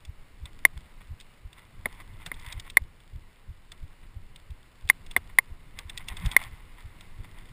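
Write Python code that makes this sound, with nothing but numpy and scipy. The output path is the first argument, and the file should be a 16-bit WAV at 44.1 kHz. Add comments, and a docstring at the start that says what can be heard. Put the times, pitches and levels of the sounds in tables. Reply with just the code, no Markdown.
"""Tyres crunch and rumble as a mountain bike rolls fast down a dirt trail, heard from the rider's camera.
Friction on dirt and impacts on gravel make the crunch; uneven ground forces the frame to shake.
The chain and cables rattle, a soft thump returns with each wheel turn, and stones are scuffed aside.
Hard bumps ring the modes of the camera's plastic case, and the wheels thud into dips.
The camera's sample-and-hold mirrors the spectrum upward, which adds a glassy top."""
import sys
import numpy as np
from scipy import signal
from scipy.fft import rfft, irfft
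from scipy.io import wavfile
from scipy.ndimage import uniform_filter1d

SR = 44100
rng = np.random.default_rng(int(sys.argv[2]) if len(sys.argv) > 2 else 0)


def unload_audio(sound):
    """Save the sound as a 16-bit wav file, at the path given as the first command line argument."""
    columns = np.transpose(np.atleast_2d(sound))
    # keep every value between -1 and 1, then stretch to whole-number steps
    steps = np.round(np.clip(columns, -1, 1) * 32767)
    wavfile.write(sys.argv[1], SR, steps.astype(np.int16))


N = 331632
TIME = np.arange(N) / SR


def undb(db):
    """Decibels to amplitude ratio."""
    return 10 ** (np.asarray(db) / 20)


def unit(x):
    """Normalisation to rms 1."""
    return x / np.sqrt(np.mean(x ** 2))


def peak(x, db):
    """Normalisation to a peak level."""
    return x * undb(db) / np.abs(x).max()


def add(out, start_s, x):
    """Superposition: x joins out from start_s on."""
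    i = max(int(start_s * SR), 0)
    out[i:i + len(x)] += x[:N - i]


def curve(rows):
    """Linear interpolation between (time_s, value) rows."""
    return np.interp(TIME, *np.transpose(rows))


def noise_band(size, lo_hz, hi_hz, order=2):
    """Band-limited Gaussian noise."""
    sos = signal.butter(order, [lo_hz, hi_hz], "band", fs=SR, output="sos")
    return signal.sosfilt(sos, rng.standard_normal(size))


def colour(x, spectrum):
    """Spectral shaping by (frequency_hz, level_db) points, with steep skirts outside them; rms 1."""
    hz, db = np.transpose(spectrum)
    f = np.maximum(np.fft.rfftfreq(N, 1 / SR), 1)
    skirts = 1 / np.sqrt((1 + (hz[0] / f) ** 8) * (1 + (f / hz[-1]) ** 8))
    gain = undb(np.interp(np.log(f), np.log(hz), db))
    return unit(irfft(rfft(x) * skirts * gain, N))


def drift(rate_hz):
    """Random modulation: straight glides between chance values; rms 1."""
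    hold = int(SR / rate_hz)
    steps = np.repeat(rng.standard_normal(N // hold + 1), hold)
    return unit(uniform_filter1d(steps, hold)[:N])


def grains(per_second, spread_db):
    """Poisson impacts: many small, a few large; rms 1."""
    hits = rng.random(N) < per_second / SR
    signs = rng.choice([-1, 1], N)
    strength_db = spread_db * np.minimum(rng.exponential(size=N), 4)
    return unit(hits * signs * undb(strength_db))


def ring(modes, signs, detune, scatter_db, size=2048):
    """Free vibration: a sum of damped modes, tuned and weighted a little differently at each blow."""
    hz, db, t60_s = np.transpose(modes)[:, :, None]
    shift, weight = rng.standard_normal((2, len(modes), 1))
    t = np.arange(size) / SR
    decay = np.exp(-np.log(1000) * t / t60_s)
    swings = np.sin(2 * np.pi * hz * (1 + detune * shift) * t)
    return signs @ (undb(db - scatter_db * weight) * decay * swings)


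# Crunch of the tyres along the trail: time_s, level_db
CRUNCH_LEVEL = [(0.0, -64), (0.9, -62.5), (1.4, -64.5), (2.2, -60.5), (2.41, -57.5), (2.57, -57.5),
                (2.74, -64), (2.91, -64.5), (3.22, -65), (4.86, -63.5), (5.05, -62.5), (5.82, -62.5),
                (6.28, -53), (6.53, -59), (6.83, -61.5), (7.52, -60)]


def rolling_levels():
    """Rolling noise grows with roughness; packed dirt's share grows a quarter as fast on rough ground."""
    crunch_db = curve(CRUNCH_LEVEL) + 2.19
    dirt_db = np.minimum(crunch_db, -61 + .25 * (crunch_db + 61.5))
    return crunch_db, dirt_db


# Spectral density of tyres on dirt: frequency_hz, level_db
DIRT_SPECTRUM = [(150, -31.5), (250, -4.5), (479, -5.5), (755, -6.5), (860, -6), (1060, -3.5), (1150, -5.5),
                 (1520, -7.5), (1650, -8), (2080, -4.5), (2630, -9.5), (2960, -7.5), (3240, -16.5),
                 (3600, -12), (5600, -19), (7280, -58), (12300, -120)]


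def dirt_hiss(dirt_db):
    """Friction noise: countless tiny contacts with packed dirt merge into a hiss."""
    hiss = colour(rng.standard_normal(N), DIRT_SPECTRUM)
    return hiss * undb(dirt_db - 0.5 + 0.51 * drift(rate_hz=6.5))


# Spectral density of gravel ringing through frame and case: frequency_hz, level_db
GRAVEL_SPECTRUM = [(320, -47), (550, -17.5), (1060, -2), (1200, -9), (1500, -9.5), (1630, -14),
                   (1760, -7.5), (2060, 0.5), (2340, -7.5), (2550, -11), (3070, -15), (3580, -10),
                   (4180, -26.5), (5330, -30), (5600, -30.5), (7280, -63.5), (12300, -120)]


def gravel_crunch(crunch_db, dirt_db, scuffs):
    """Shot noise of loose stones: it takes the rolling power that dirt leaves, plus that of the scuffs."""
    loose = np.sqrt(np.maximum(undb(crunch_db) ** 2 - 0.98 * undb(dirt_db) ** 2, 0))
    flutter_db = 1.8 * drift(rate_hz=60)
    stones = grains(per_second=810, spread_db=3.5) + 0.69 * rng.standard_normal(N)
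    return colour(stones, GRAVEL_SPECTRUM) * np.hypot(loose, scuffs) * undb(flutter_db - 0.47)


# Modes of the struck chain: pitch_hz, level_db, t60_s
CHAIN_MODES = [(2010, -10.5, 0.0097), (2723, -4, .008), (3020, 0.5, 0.0025), (3530, 0.5, .008),
               (4450, -10, 0.0065), (5060, -3, 0.0027)]


def chain_ring():
    """Impulse response of the chain: neighbouring modes start in antiphase."""
    signs = (-1) ** np.arange(len(CHAIN_MODES))
    return ring(CHAIN_MODES, signs, detune=0.034, scatter_db=3.0)


def chain_chatter(crunch_db, scuffs):
    """Random excitation: small contacts ring the chain, harder on rough ground and in scuffs."""
    contacts = grains(per_second=150, spread_db=5.5)
    chatter = unit(signal.fftconvolve(contacts, chain_ring())[:N])
    return chatter * np.hypot(undb(crunch_db), scuffs) * undb(-12.0)


# Spectral density of the frame's rumble: frequency_hz, level_db
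RUMBLE_SPECTRUM = [(7.1, -29.5), (12, 2.5), (28, -2), (48, -15), (86, -14), (187, -23), (281, -29.5),
                   (318, -31), (500, -38), (650, -67), (1100, -120)]
# Shaking of the frame along the trail: time_s, level_db
SHAKE_LEVEL = [(0.0, -59), (0.31, -55.5), (0.57, -51.5), (1.42, -59), (1.78, -54.5), (1.97, -49.5),
               (2.34, -50), (3.18, -57), (3.44, -57), (4.0, -54.5), (4.79, -58), (5.03, -49.5), (5.55, -55),
               (6.22, -47), (6.87, -55), (7.52, -50.5)]


def frame_rumble():
    """Forced vibration: uneven ground shakes the frame at low frequencies."""
    rumble = colour(rng.standard_normal(N), RUMBLE_SPECTRUM)
    return rumble * undb(curve(SHAKE_LEVEL) + 6.02 + 1.7 * drift(rate_hz=16))


# Slaps of chain and cables: start_s, level_db, body_relative_db
CHAIN_SLAPS = [(0.051, -37, -28), (0.4562, -32.5, -18), (0.59, -44.5, -14), (1.201, -37.5, -26),
               (1.2093, -37, -32), (1.5297, -40.5, -18), (1.583, -49, -9), (2.262, -25.5, -8.5),
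               (2.342, -40, -11), (2.397, -40, -29), (2.525, -25.5, -27), (2.598, -27.5, -33),
               (2.7, -29.5, -28), (3.003, -48, -15), (3.719, -33, -13), (4.36, -36, -23),
               (4.505, -45.5, -18.5), (4.8752, -42, -23), (4.89, -25.5, -29.5), (5.064, -39, -25),
               (5.112, -32, -18), (5.171, -30, -19), (5.789, -24, -17.5), (5.897, -27.5, -20.5),
               (5.976, -23, -39), (6.085, -23, -32), (6.169, -29.5, -14), (6.26, -26, -9),
               (6.315, -24, -33), (7.009, -36.5, -15)]


def chain_slaps(rebounds=3, rebound_db=-5.5, loss_db=3.8):
    """Inelastic impact: the chain grazes, lands and rebounds ever more weakly; the frame answers dully."""
    out, t = np.zeros(N), np.arange(4096) / SR
    lead_s = .012
    for start_s, level_db, body_db in CHAIN_SLAPS:
        friction = rng.standard_normal(len(t)) / np.cosh((t - lead_s) / 0.0031)
        graze = signal.fftconvolve(friction, chain_ring())
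        add(out, start_s + 0.001484 - lead_s, peak(graze, level_db - 11.5))
        add(out, start_s, peak(chain_ring(), level_db - 0.6))
        lags_s = np.cumsum(rng.uniform(.0008, .0032, rebounds))
        for k, lag_s in enumerate(lags_s):
            add(out, start_s + lag_s, peak(chain_ring(), level_db + rebound_db - loss_db * k))
        body = noise_band(len(t), 590, 2400) * np.exp(-t / 0.016)
        add(out, start_s, peak(body, level_db + body_db + 2.0))
    return out


def tyre_thuds(rows, roughness, gain_db, delay_s=0, swell_s=0.0099, size=8192):
    """Elastic compression: the squeezed tyre swings briefly over a slower sway of the fork."""
    out, t = np.zeros(N), (np.arange(size) - size / 2) / SR
    sway_hz, sway_db = 32, -1.5
    for centre_s, level_db, pitch_hz in rows:
        phase = 2 * np.pi * rng.random()
        swing = np.cos(2 * np.pi * pitch_hz * t + phase)
        sway = undb(sway_db) * np.cos(2 * np.pi * sway_hz * t + phase)
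        scrub = unit(noise_band(size, 22, 116.4, order=5))
        thud = (swing + sway + roughness * scrub) / np.cosh(t / swell_s)
        add(out, centre_s + delay_s + t[0], peak(thud, level_db + gain_db))
    return out


# Strength of the wheel's thump along the trail: time_s, level_db
THUMP_LEVEL = [(0.1, -30), (1.46, -33), (1.8, -38.5), (2.8, -28.5), (3.5, -33), (4.85, -31), (5.9, -36.5),
               (6.85, -35), (7.2, -30.5)]


def wheel_thumps(turns=22, first_s=.094, period_s=.3417, shortening_s=.00029):
    """Periodic forcing: one soft thump a turn, about three a second, as the wheel slowly gains speed."""
    turn = np.arange(turns)
    centre_s = first_s + period_s * turn - shortening_s * turn ** 2 / 2
    level_scatter, pitch_scatter = rng.standard_normal((turns, 2)).T
    level_db = np.interp(centre_s, *np.transpose(THUMP_LEVEL)) + 0.95 * level_scatter
    pitch_hz = 69 + 6 * pitch_scatter
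    return tyre_thuds(zip(centre_s, level_db, pitch_hz), roughness=0.77, gain_db=0.5)


# The tyre scuffing loose stones: centre_s, level_db, half_length_s
STONE_SCUFFS = [(0.47, -56.5, 0.022), (0.777, -51.5, 0.0048), (1.017, -55.5, .01), (1.594, -56.5, .045),
                (1.916, -55.5, 0.065), (2.006, -50, 0.017), (2.216, -52.5, 0.019), (2.485, -46.5, 0.064),
                (2.665, -49.5, 0.024), (3.927, -59, .012), (4.034, -54, 0.0087), (5.303, -58.5, .018),
                (5.793, -53, 0.038), (6.003, -48.5, 0.013), (6.099, -47, 0.021), (6.302, -47.5, 0.14),
                (6.429, -45, 0.028), (6.81, -55.5, 0.037), (7.25, -50, 0.0092), (7.385, -54.5, 0.043)]


def scuff_envelope():
    """Amplitude modulation: each scuff is a Gaussian swell in the gravel and the chain's chatter."""
    return sum(undb(level_db) * np.exp(-((TIME - centre_s) / half_length_s) ** 2)
               for centre_s, level_db, half_length_s in STONE_SCUFFS)


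# Modes of the plastic camera case: pitch_hz, level_db, t60_s
CASE_MODES = [(716, -36.5, .025), (904, -25.5, 0.017), (1065, -16.5, 0.02), (1910, 2, 0.0083),
              (2122.5, -2, 0.019), (2230, -9, 0.0065), (3557, -14.5, 0.0095), (4596, -27.5, 0.011)]
# Knocks of the case on its mount: start_s, level_db, clunk_relative_db
CASE_KNOCKS = [(0.65, -1, -24.5), (1.856, -16.5, -7), (2.315, -23, -10.5), (2.769, -1.5, -23.5),
               (4.898, -2, -22), (5.163, -8, -15.5), (5.385, -2, -27), (6.364, -1, -31.5)]


def case_knocks():
    """Modal interference: the struck case's upper modes start against the lower, so its ring swells."""
    out, t = np.zeros(N), np.arange(2048) / SR
    signs = np.where(np.arange(len(CASE_MODES)) < len(CASE_MODES) / 2, 1, -1)
    contact = 1 - np.exp(-t / 0.00036)
    for start_s, level_db, clunk_db in CASE_KNOCKS:
        case = ring(CASE_MODES, signs, detune=.003, scatter_db=.3) * contact
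        mount_clunk = noise_band(len(t), 83, 1200) * np.exp(-t / 0.0057) * contact
        crack = noise_band(len(t), 3100, 5300) * np.exp(-t / 0.0021) * contact
        crack_db = 2.9 * level_db - 14.0  # the bright crack grows faster than the blow
        knock = peak(case, level_db + 3.0) + peak(mount_clunk, level_db + clunk_db)
        add(out, start_s + .001, knock + peak(crack, crack_db))
    return out


# Dips in the trail: time_s, level_db, pitch_hz
TRAIL_DIPS = [(2.264, -40.5, 165), (2.558, -31, 51), (6.11, -32.5, 51), (6.232, -26, 173.5),
              (6.259, -19, 58), (6.461, -38.5, 105)]


def dip_thuds():
    """Transient loading: a wheel drops into a dip and its tyre gives a low thud."""
    return tyre_thuds(TRAIL_DIPS, roughness=0.78, gain_db=1.5, delay_s=.009)


def scene():
    """Superposition of direct sound: all parts of the moving bike, close and without echo."""
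    thuds = wheel_thumps() + dip_thuds()
    crunch_db, dirt_db = rolling_levels()
    scuffs = scuff_envelope()
    tyres = dirt_hiss(dirt_db) + gravel_crunch(crunch_db, dirt_db, scuffs)
    rattle = chain_chatter(crunch_db, scuffs) + frame_rumble() + chain_slaps()
    return (tyres + rattle + thuds + case_knocks())[None]


def record(dry, band_hz=5650, hold_hz=12000, top_hz=15200):
    """Spectral imaging: holding samples mirrors the band-limited, soft-clipped sound about hold_hz."""
    narrow = signal.sosfilt(signal.butter(12, band_hz, fs=SR, output="sos"), dry)
    clipped = narrow / (1 + (narrow / .97) ** 8) ** (1 / 8)  # flattens the loudest knocks
    mirrored = clipped * (1 + 2 * np.cos(2 * np.pi * hold_hz * TIME))
    f = np.fft.rfftfreq(N, 1 / SR)
    hold_droop = np.sinc(f / hold_hz)
    treble_lift = undb(1.3 * f / hold_hz)
    held = irfft(rfft(mirrored) * hold_droop * treble_lift, N)
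    return signal.sosfiltfilt(signal.ellip(8, .1, 50, top_hz, fs=SR, output="sos"), held)


dry = scene()
out = record(dry)
unload_audio(out)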